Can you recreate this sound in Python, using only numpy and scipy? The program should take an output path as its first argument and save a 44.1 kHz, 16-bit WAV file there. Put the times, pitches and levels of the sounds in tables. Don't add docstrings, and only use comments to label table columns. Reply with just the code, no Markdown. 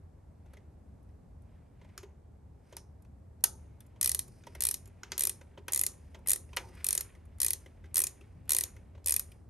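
import sys
import numpy as np
from scipy import signal
from scipy.fft import rfft, irfft, next_fast_len
from scipy.io import wavfile
from scipy.ndimage import uniform_filter1d, map_coordinates

SR = 44100
rng = np.random.default_rng(int(sys.argv[2]) if len(sys.argv) > 2 else 0)


def undo_db(level):
    steps = np.asarray(level, float) / 20
    return 10 ** steps


def master(y):
    cut = np.clip(np.atleast_2d(y).T, -1, 1)
    pcm = np.round(cut * 32767)
    wavfile.write(sys.argv[1], SR, pcm.astype(np.int16))


N = 418509

# [t/s, level/dB, shank ring
# re level/dB, block knock re level/dB, struck part f/Hz]
CLANKS = [(1.9778, -30.5, 0.5, -5.5, 6440), (2.7674, -28, -1, -11, 5520), (3.408, -64, 4.5, -19.5, 7400),
          (3.4397, -3.5, -7.5, -21, 6540), (3.8054, -41, -4.5, -11, 3680), (4.437, -70, 24, 21.5, 3730),
          (4.857, -45.5, -3.5, -8, 7500), (5.0332, -50, 21, 16, 1540), (5.119, -29.5, 10, 1.5, 5200),
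          (5.682, -26.5, 0, 0.5, 1850), (6.261, -45.5, -7.5, 6, 5500), (6.5649, -24.5, -11, -16.5, 5420),
          (6.5689, -20.5, 2, 2.5, 2290), (7.3844, -46.5, -11, -11, 7500), (8.478, -55, -8.5, 5, 5500),
          (9.044, -48, 6, -25, 7080)]
# [t/s, level/dB, block knock re level/dB, struck part f/Hz]
TAPS = [(0.4594, -70.5, 12, 800), (0.5343, -54, 4, 1400), (0.5697, -61.5, 11, 2000),
        (1.0894, -74.5, 10, 810), (1.8128, -75, 23.5, 970), (1.8453, -69.5, 16, 915),
        (1.8894, -78.5, 21.5, 902), (2.0303, -51.5, 9, 921), (2.7249, -55, 11.5, 950),
        (3.0481, -65, 5, 990), (3.9594, -70, 14.5, 980), (4.4678, -47, 6.5, 964),
        (4.5501, -41.5, 1.5, 2020), (5.4114, -55.5, 10, 920), (5.5748, -72.5, 31, 980),
        (6.1451, -59, 20, 939), (6.4894, -67, 9, 2010), (6.5302, -56, 15, 970), (7.0994, -88, 26.5, 2480),
        (7.1501, -56.5, 3, 1940), (7.66, -55.5, 9, 2000), (7.8404, -67.5, 18.5, 1620),
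        (7.8564, -66, 11.5, 2000), (8.2094, -58.5, 6.5, 2540), (8.7642, -54.5, 3.5, 2030),
        (8.9494, -80.5, 29.5, 1063), (8.977, -76.5, 21.5, 840), (9.3177, -48.5, -5.5, 2520)]


def unit(x):
    return x / np.sqrt(np.mean(x ** 2) + 1e-20)


def along(points, hz):
    f, v = np.transpose(points)
    return np.interp(np.log(hz + 1), np.log(f + 1), v)


def wobble(knots_per_s):
    knots = rng.standard_normal(int(N * knots_per_s / SR) + 4)
    return map_coordinates(knots, [np.arange(N) * knots_per_s / SR])


def filtered(x, response):
    m = next_fast_len(N + SR // 2)
    return irfft(rfft(x, m) * response(np.fft.rfftfreq(m, 1 / SR)), m)[..., :N]


def friction(colour, unevenness_db):
    grains = undo_db(unevenness_db) * rng.standard_normal(N)
    return unit(filtered(grains, lambda hz: undo_db(along(colour, hz))))


def hum():
    # [t/s, level/dB]
    throb = [(0.0, -53), (1.2, -49.5), (2.6, -55), (3.5, -50), (5.6, -51.5), (6.4, -50), (8.3, -52),
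             (9.49, -51)]
    # [f/Hz, density/dB per Hz]
    rumble = [(16, -44.5), (28, -25.5), (38, -7.5), (59, -3.5), (76, 3.5), (119, -10), (136, -14),
              (190, -17.5), (216, -17), (300, -24.5), (390, -46), (660, -120)]
    # [f/Hz, density/dB per Hz]
    air = [(150, -3.5), (220, -11), (400, -13.5), (800, -19.5), (1300, -31.5), (2200, -40), (3200, -47.5),
           (4200, -47.5), (6500, -48.5), (8500, -48), (9500, -48), (11500, -50), (12800, -56), (14000, -74)]
    # [f/Hz, correlation/1]
    alike = [(60, 0.99), (150, 0.97), (300, 0.38), (800, 0.089), (1400, 0.42), (2000, 1), (6000, 0.21),
             (10300, 0.74), (12500, 0.61)]
    air_db = -62.5

    def mid_side_noise(colour):
        def response(hz):
            angle = np.arccos(np.clip(along(alike, hz), -1, 1)) / 2
            return undo_db(along(colour, hz)) * np.array([np.cos(angle), np.sin(angle)])
        return unit(filtered(rng.standard_normal((2, N)), response))

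    throb_db = np.interp(np.arange(N) / SR, *np.transpose(throb))
    low = undo_db(throb_db - 2.5 + 1.2 * wobble(6.4)) * mid_side_noise(rumble)
    high = undo_db(air_db + 0.28 * wobble(1)) * mid_side_noise(air)
    mid, side = low + high
    return np.array([mid + side, mid - side])


def shop(x):
    # [f/Hz, t60/s]
    t60 = [(300, 0.78), (2000, 0.13), (5200, 0.15), (6500, 0.2), (7800, 0.15), (10000, 0.18),
           (12800, 0.077), (14000, 0.039)]
    apart_db = -10
    far_db, far_longer = -20.5, 2.9
    step, delay = SR // 10, 90
    out = np.zeros((2, N + SR))
    for at in np.arange(0, N, step):
        hz, t, z = signal.stft(rng.standard_normal((2, SR // 2)), SR, nperseg=256)
        t60_s = along(t60, hz)[:, None]
        decay = undo_db(-60 * t / t60_s) + undo_db(far_db - 60 * t / far_longer / t60_s)
        shared, own = signal.istft(z * decay, SR, nperseg=256)[1]
        own = undo_db(apart_db) * own
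        tail = np.array([shared + own, shared - own]) / np.linalg.norm(shared)
        wet = signal.fftconvolve(x[None, at:at + step], tail, axes=1)
        out[:, at + delay:at + delay + wet.shape[1]] += wet
    return out[:, :N]


def rustle():
    # [start t/s, hold/s, cloth level/dB, steel level/dB]
    slides = [(0.516, 0.058, -77.5, -90), (1.504, 0.087, -79, -95), (1.812, 0.24, -77, -89),
              (2.7, 0.055, -75, -74.5), (3.592, 5.7, -80, -93.5), (4.182, 0.37, -85, -73.5),
              (4.62, 0.023, -71, -73), (5.19, 0.011, -60, -60.5), (5.836, 0.31, -82, -79.5),
              (6.617, 0.056, -81.5, -64), (6.788, 0.21, -62.5, -68), (8.026, 0.027, -72, -92.5),
              (8.62, .03, -66.5, -74.5), (7.551, .1, -81.5, -78), (8.153, .1, -82, -84),
              (9.21, 0.14, -82, -77)]
    # [f/Hz, level/dB]
    cloth = [(300, -33.5), (800, -4.5), (2200, 0.5), (4000, -14), (7000, -30)]
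    # [f/Hz, level/dB]
    steel = [(3000, -16.5), (5000, 8.5), (7500, -4.5), (9200, 6.5), (11300, 0.5), (12500, -9.5),
             (13500, -33.5)]
    swell_db_per_s, fade_db_per_s = 150.5, 135
    grain_db, drift_db = 2.2, 1.2

    def grain(colour):
        return friction(colour, grain_db * wobble(120) + drift_db * wobble(4.2))

    t = np.arange(N) / SR
    start, hold, cloth_db, steel_db = np.transpose(slides)[..., None]
    before_s = np.clip(start - t, 0, None)
    after_s = np.clip(t - start - hold, 0, None)
    shape = undo_db(-swell_db_per_s * before_s - fade_db_per_s * after_s)
    cloth_level = (undo_db(cloth_db - 2) * shape).sum(axis=0)
    steel_level = (undo_db(steel_db - 6) * shape).sum(axis=0)
    return cloth_level * grain(cloth) + steel_level * grain(steel)


def scrape():
    # [f/Hz, level/dB]
    grit = [(250, -15.5), (500, -7), (1000, -2), (2600, 0), (6000, -13), (12000, -23)]
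    scrape_db, t60_s, rise_s = -13.5, 0.067, 0.0045
    hits = [(s, db + block) for s, db, _, block, _ in CLANKS]
    hits += [(s, db + block) for s, db, block, _ in TAPS]
    s, db = np.transpose(hits)
    t = np.arange(SR // 4) / SR
    drag = undo_db(scrape_db - 60 * t / t60_s) * (1 - np.exp(-t / rise_s))
    impulses = np.bincount(np.round(s * SR).astype(int), undo_db(db), N)
    return signal.fftconvolve(impulses, drag)[:N] * friction(grit, 1.3 * wobble(300))


def contact(count, delay_s, chatter_db, chatter_t60):
    t = np.arange(SR // 40) / SR - delay_s * (1 + 0.18 * rng.uniform(-1.1, 1, (count, 1)))
    chatter = (t > 0) * undo_db(chatter_db - 60 * abs(t) / chatter_t60) * rng.standard_normal(t.shape)
    force = np.sinc(t * SR) + chatter
    return force / np.linalg.norm(force, axis=1, keepdims=True)


def ring(modes, count):
    scatter_db, drift = 3, .014
    t = np.arange(SR // 12) / SR
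    hz, width, db = np.moveaxis(modes, -1, 0)[..., None]
    level, shift = rng.standard_normal((2, count, np.shape(modes)[-2], 1))
    decay = np.exp(-np.pi * width * t)
    swell = decay * (1 - decay ** 3)
    partials = swell * np.sin(2 * np.pi * hz * (1 + drift * shift) * t)
    body = (undo_db(db + scatter_db * level) * width * partials).sum(axis=1)
    return body / np.linalg.norm(body, axis=1, keepdims=True)


def peak_gain(x):
    power = uniform_filter1d(2 * x ** 2, size=40, axis=1)
    return 1 / np.sqrt(power.max(axis=1, keepdims=True))


def blows(rows, base, part_db, landing_s, early_db, late_db, chatter_db, chatter_t60):
    # [f/Hz, width/Hz, level/dB]
    pawl_modes = [(10030, 2100, -0.5), (11040, 630, 4), (11900, 970, -10.5), (12850, 740, -11.5),
                  (14000, 2600, -18), (15400, 450, -28.5)]
    # [f/Hz, width/Hz, level/dB]
    head_modes = [(7030, 647, -3), (8280, 250, -4.5), (9570, 67, -10.5), (9465, 480, 3.5)]
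    # [f/Hz, width/Hz, level/dB]
    shank_modes = [(4070, 400, -25.5), (4550, 606, -5.5), (5617, 830, -1), (6160, 370, -7.5),
                   (6340, 500, -5.5)]
    # [f/Hz, width/Hz, level/dB]
    cover_modes = [(368, 15.25, -3.5), (401.5, 28, -2), (552, 140, -8.5)]
    part_width = .13
    s, db, shank_db, base_db, cover_db, part_hz = np.transpose(rows)[..., None]
    count = len(s)

    slip = contact(count, 0, chatter_db, chatter_t60)
    land = contact(count, landing_s, chatter_db, chatter_t60)
    late = land + undo_db(early_db) * slip

    part_modes = np.stack([part_hz, part_width * part_hz, 0 * part_hz], axis=-1)
    part = undo_db(part_db) * ring(part_modes, count)
    on_tool = part_hz > 3000
    pawl = ring(pawl_modes, count)
    head = undo_db(-4.5) * ring(head_modes, count)
    shank = ring(shank_modes, count) + on_tool * part
    engine = undo_db(base_db) * (ring(base, count) + ~on_tool * part)
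    engine = engine + undo_db(cover_db) * ring(cover_modes, count)

    def struck(force, body):
        return signal.fftconvolve(force, body, axes=1)

    def placed(x):
        at = np.round(s * SR).astype(int) + np.arange(x.shape[1])
        return np.bincount(at.ravel(), (undo_db(db) * x).ravel(), N + SR)[:N]

    bright = struck(slip + undo_db(late_db) * land, pawl) + struck(late, head)
    middle = struck(late, shank)
    near = peak_gain(bright) * bright + undo_db(shank_db) * peak_gain(middle) * middle + struck(late, engine)
    spread = undo_db(16.5) * (pawl + head + undo_db(shank_db) * shank) + engine
    highpass = signal.butter(3, 280, "high", fs=SR, output="sos")
    return signal.sosfilt(highpass, [placed(near), placed(spread)])


def knocks():
    # [t/s, level/dB]
    ticks = [(1.03, -65), (1.4203, -64), (3.022, -57.5), (3.8644, -58), (4.2789, -47), (4.8748, -48),
             (6.1894, -61), (6.7501, -51), (7.2537, -56.5), (8.455, -64)]
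    # [shank/dB, block/dB, cover/dB, struck part f/Hz]
    tick = (-10, -11, -7, 1100)
    # [f/Hz, width/Hz, level/dB]
    flange = [(960, 170, -1), (1280, 300, -5), (1560, 260, -3), (2020, 260, -2), (2480, 320, -4),
              (2950, 400, -7)]
    clank_cover_db, tap_cover_db = -10, 3.5
    tap_shank_share = 0.5

    def balanced(rows):
        return [(s, db - 9, shank - 1.5, block + 17, cover + 22, hz) for s, db, shank, block, cover, hz in rows]

    hard = [(s, db, shank, block, block + clank_cover_db, hz) for s, db, shank, block, hz in CLANKS]
    soft = [(s, db, tap_shank_share * block, block, block + tap_cover_db, hz) for s, db, block, hz in TAPS]
    soft += [(s, db, *tick) for s, db in ticks]
    hard_sound = blows(balanced(hard), flange, part_db=0, landing_s=.0008, early_db=-4, late_db=-4.5,
                       chatter_db=-16, chatter_t60=.018)
    soft_sound = blows(balanced(soft), flange, part_db=-0.5, landing_s=.002, early_db=-2.5, late_db=-11,
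                       chatter_db=-9, chatter_t60=.03)
    return hard_sound + soft_sound


def teeth():
    # [first tooth t/s, teeth/1, shortest gap/ms, fastest tooth/1, braking/tooth^-2]
    strokes = [(4.0116, 9, 14.99, 1.69, 0.0386), (4.6062, 8, 14.83, 1.03, 0.0291),
               (5.1789, 8, 13.65, 1.56, 0.028), (5.7213, 9, 11.62, -1.81, 0.0116),
               (6.2727, 7, 9.71, 1.54, 0.085), (6.8439, 8, 20.31, 1.78, 0.0241),
               (7.402, 8, 13.88, -0.85, 0.0142), (7.9434, 9, 10.73, 2.19, 0.0448),
               (8.4933, 9, 11.78, -2.0, 0.0107), (9.0601, 9, 11.23, 0.93, 0.0283)]
    # [t/s, level/dB, shank re head ring/dB, first tooth/dB, last tooth/dB]
    grip = [(4.01, -15.5, -10.5, 0, -2.5), (4.6, -16.5, -12, -3, -5.5), (5.18, -17.5, -15, -1.5, -4),
            (5.72, -16.5, -16.5, -4, -1), (6.27, -14.5, -19, -7, -10), (6.84, -16.5, -14, -0.5, -4.5),
            (7.4, -16, -12, 0, -3.5), (7.94, -15, -16, -8.5, -5), (8.49, -14.5, -14.5, -2.5, -4.5),
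            (9.06, -16, -14.5, -3, -2.5)]
    lead_in_fade = 0.15
    tooth_scatter_db, shank_scatter_db = 1.3, 2.5
    weak_is_dull = .6
    rows = []
    for stroke, pressure in zip(strokes, grip):
        first_s, count, gap_ms, fastest, braking = stroke
        _, db, shank_db, first_db, last_db = pressure
        k = np.arange(int(count))
        gaps_s = gap_ms / 1000 * np.exp(braking * (k - fastest) ** 2)
        chance = rng.standard_normal((len(k), 2))
        weaker_db = first_db * lead_in_fade ** k + last_db * (k == k[-1]) + tooth_scatter_db * chance[:, 0]
        shank = shank_db - weak_is_dull * weaker_db + shank_scatter_db * chance[:, 1]
        rows += zip(first_s + np.cumsum(gaps_s) - gaps_s, db + weaker_db, shank)
    return rows


def ratchet():
    # [f/Hz, width/Hz, level/dB]
    block = [(1157, 250, -6), (1317, 250, -1.5), (2000, 143, 8), (2480, 96, 8), (2920, 2000, -44.5)]
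    tooth_delay_s, block_db, cover_db, part_hz = .0005, -6, -9, 6500
    rows = [(s + tooth_delay_s, db - 4, shank_db + 0.5, block_db, cover_db, part_hz) for s, db, shank_db in teeth()]
    return blows(rows, block, part_db=-8, landing_s=.0011, early_db=-8.5, late_db=-6,
                 chatter_db=-16, chatter_t60=.014)


def scene():
    # [f/Hz, gain/dB]
    room_gain = [(300, -1.5), (1000, 0), (2500, -1), (6500, -3.5), (12500, -5)]
    # [f/Hz, gain/dB]
    room_top = [(12800, 0), (13600, -25)]
    near, spread = ratchet() + knocks() + rustle() + scrape()
    walls = filtered(spread, lambda hz: undo_db(along(room_gain, hz) + along(room_top, hz)))
    return near + undo_db(-11.5) * shop(walls) + hum()


def band_limit(x):
    return signal.sosfilt(signal.butter(12, 16800, fs=SR, output="sos"), x)


def record(dry):
    # [f/Hz, gain/dB]
    mic = [(22, -17.5), (40, -3.5), (12000, 5), (13000, 3), (14000, -8.5), (16000, -9), (16950, -54.5)]
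    # [f/Hz, phase/rad]
    lead = [(0, 0), (700, -.4), (1500, 0), (2400, 0), (3500, -.45), (5500, -.7), (7000, -.45), (8100, -.9),
            (8790, 0), (9300, 1.4), (10300, 3.14), (11700, 6.1), (12200, 6.3), (13500, 9.4), (15200, 12.6)]
    # [f/Hz, gain/dB]
    tilt = [(300, 0.5), (750, -1.5), (1400, -2.5), (2000, 0)]
    half = np.array([[.5], [-.5]])

    def ports(hz):
        twist = np.exp(1j * half * np.interp(hz, *np.transpose(lead)))
        return undo_db(along(mic, hz) + half * along(tilt, hz)) * twist

    return band_limit(filtered(dry, ports))


dry = scene()
out = record(dry)
master(out)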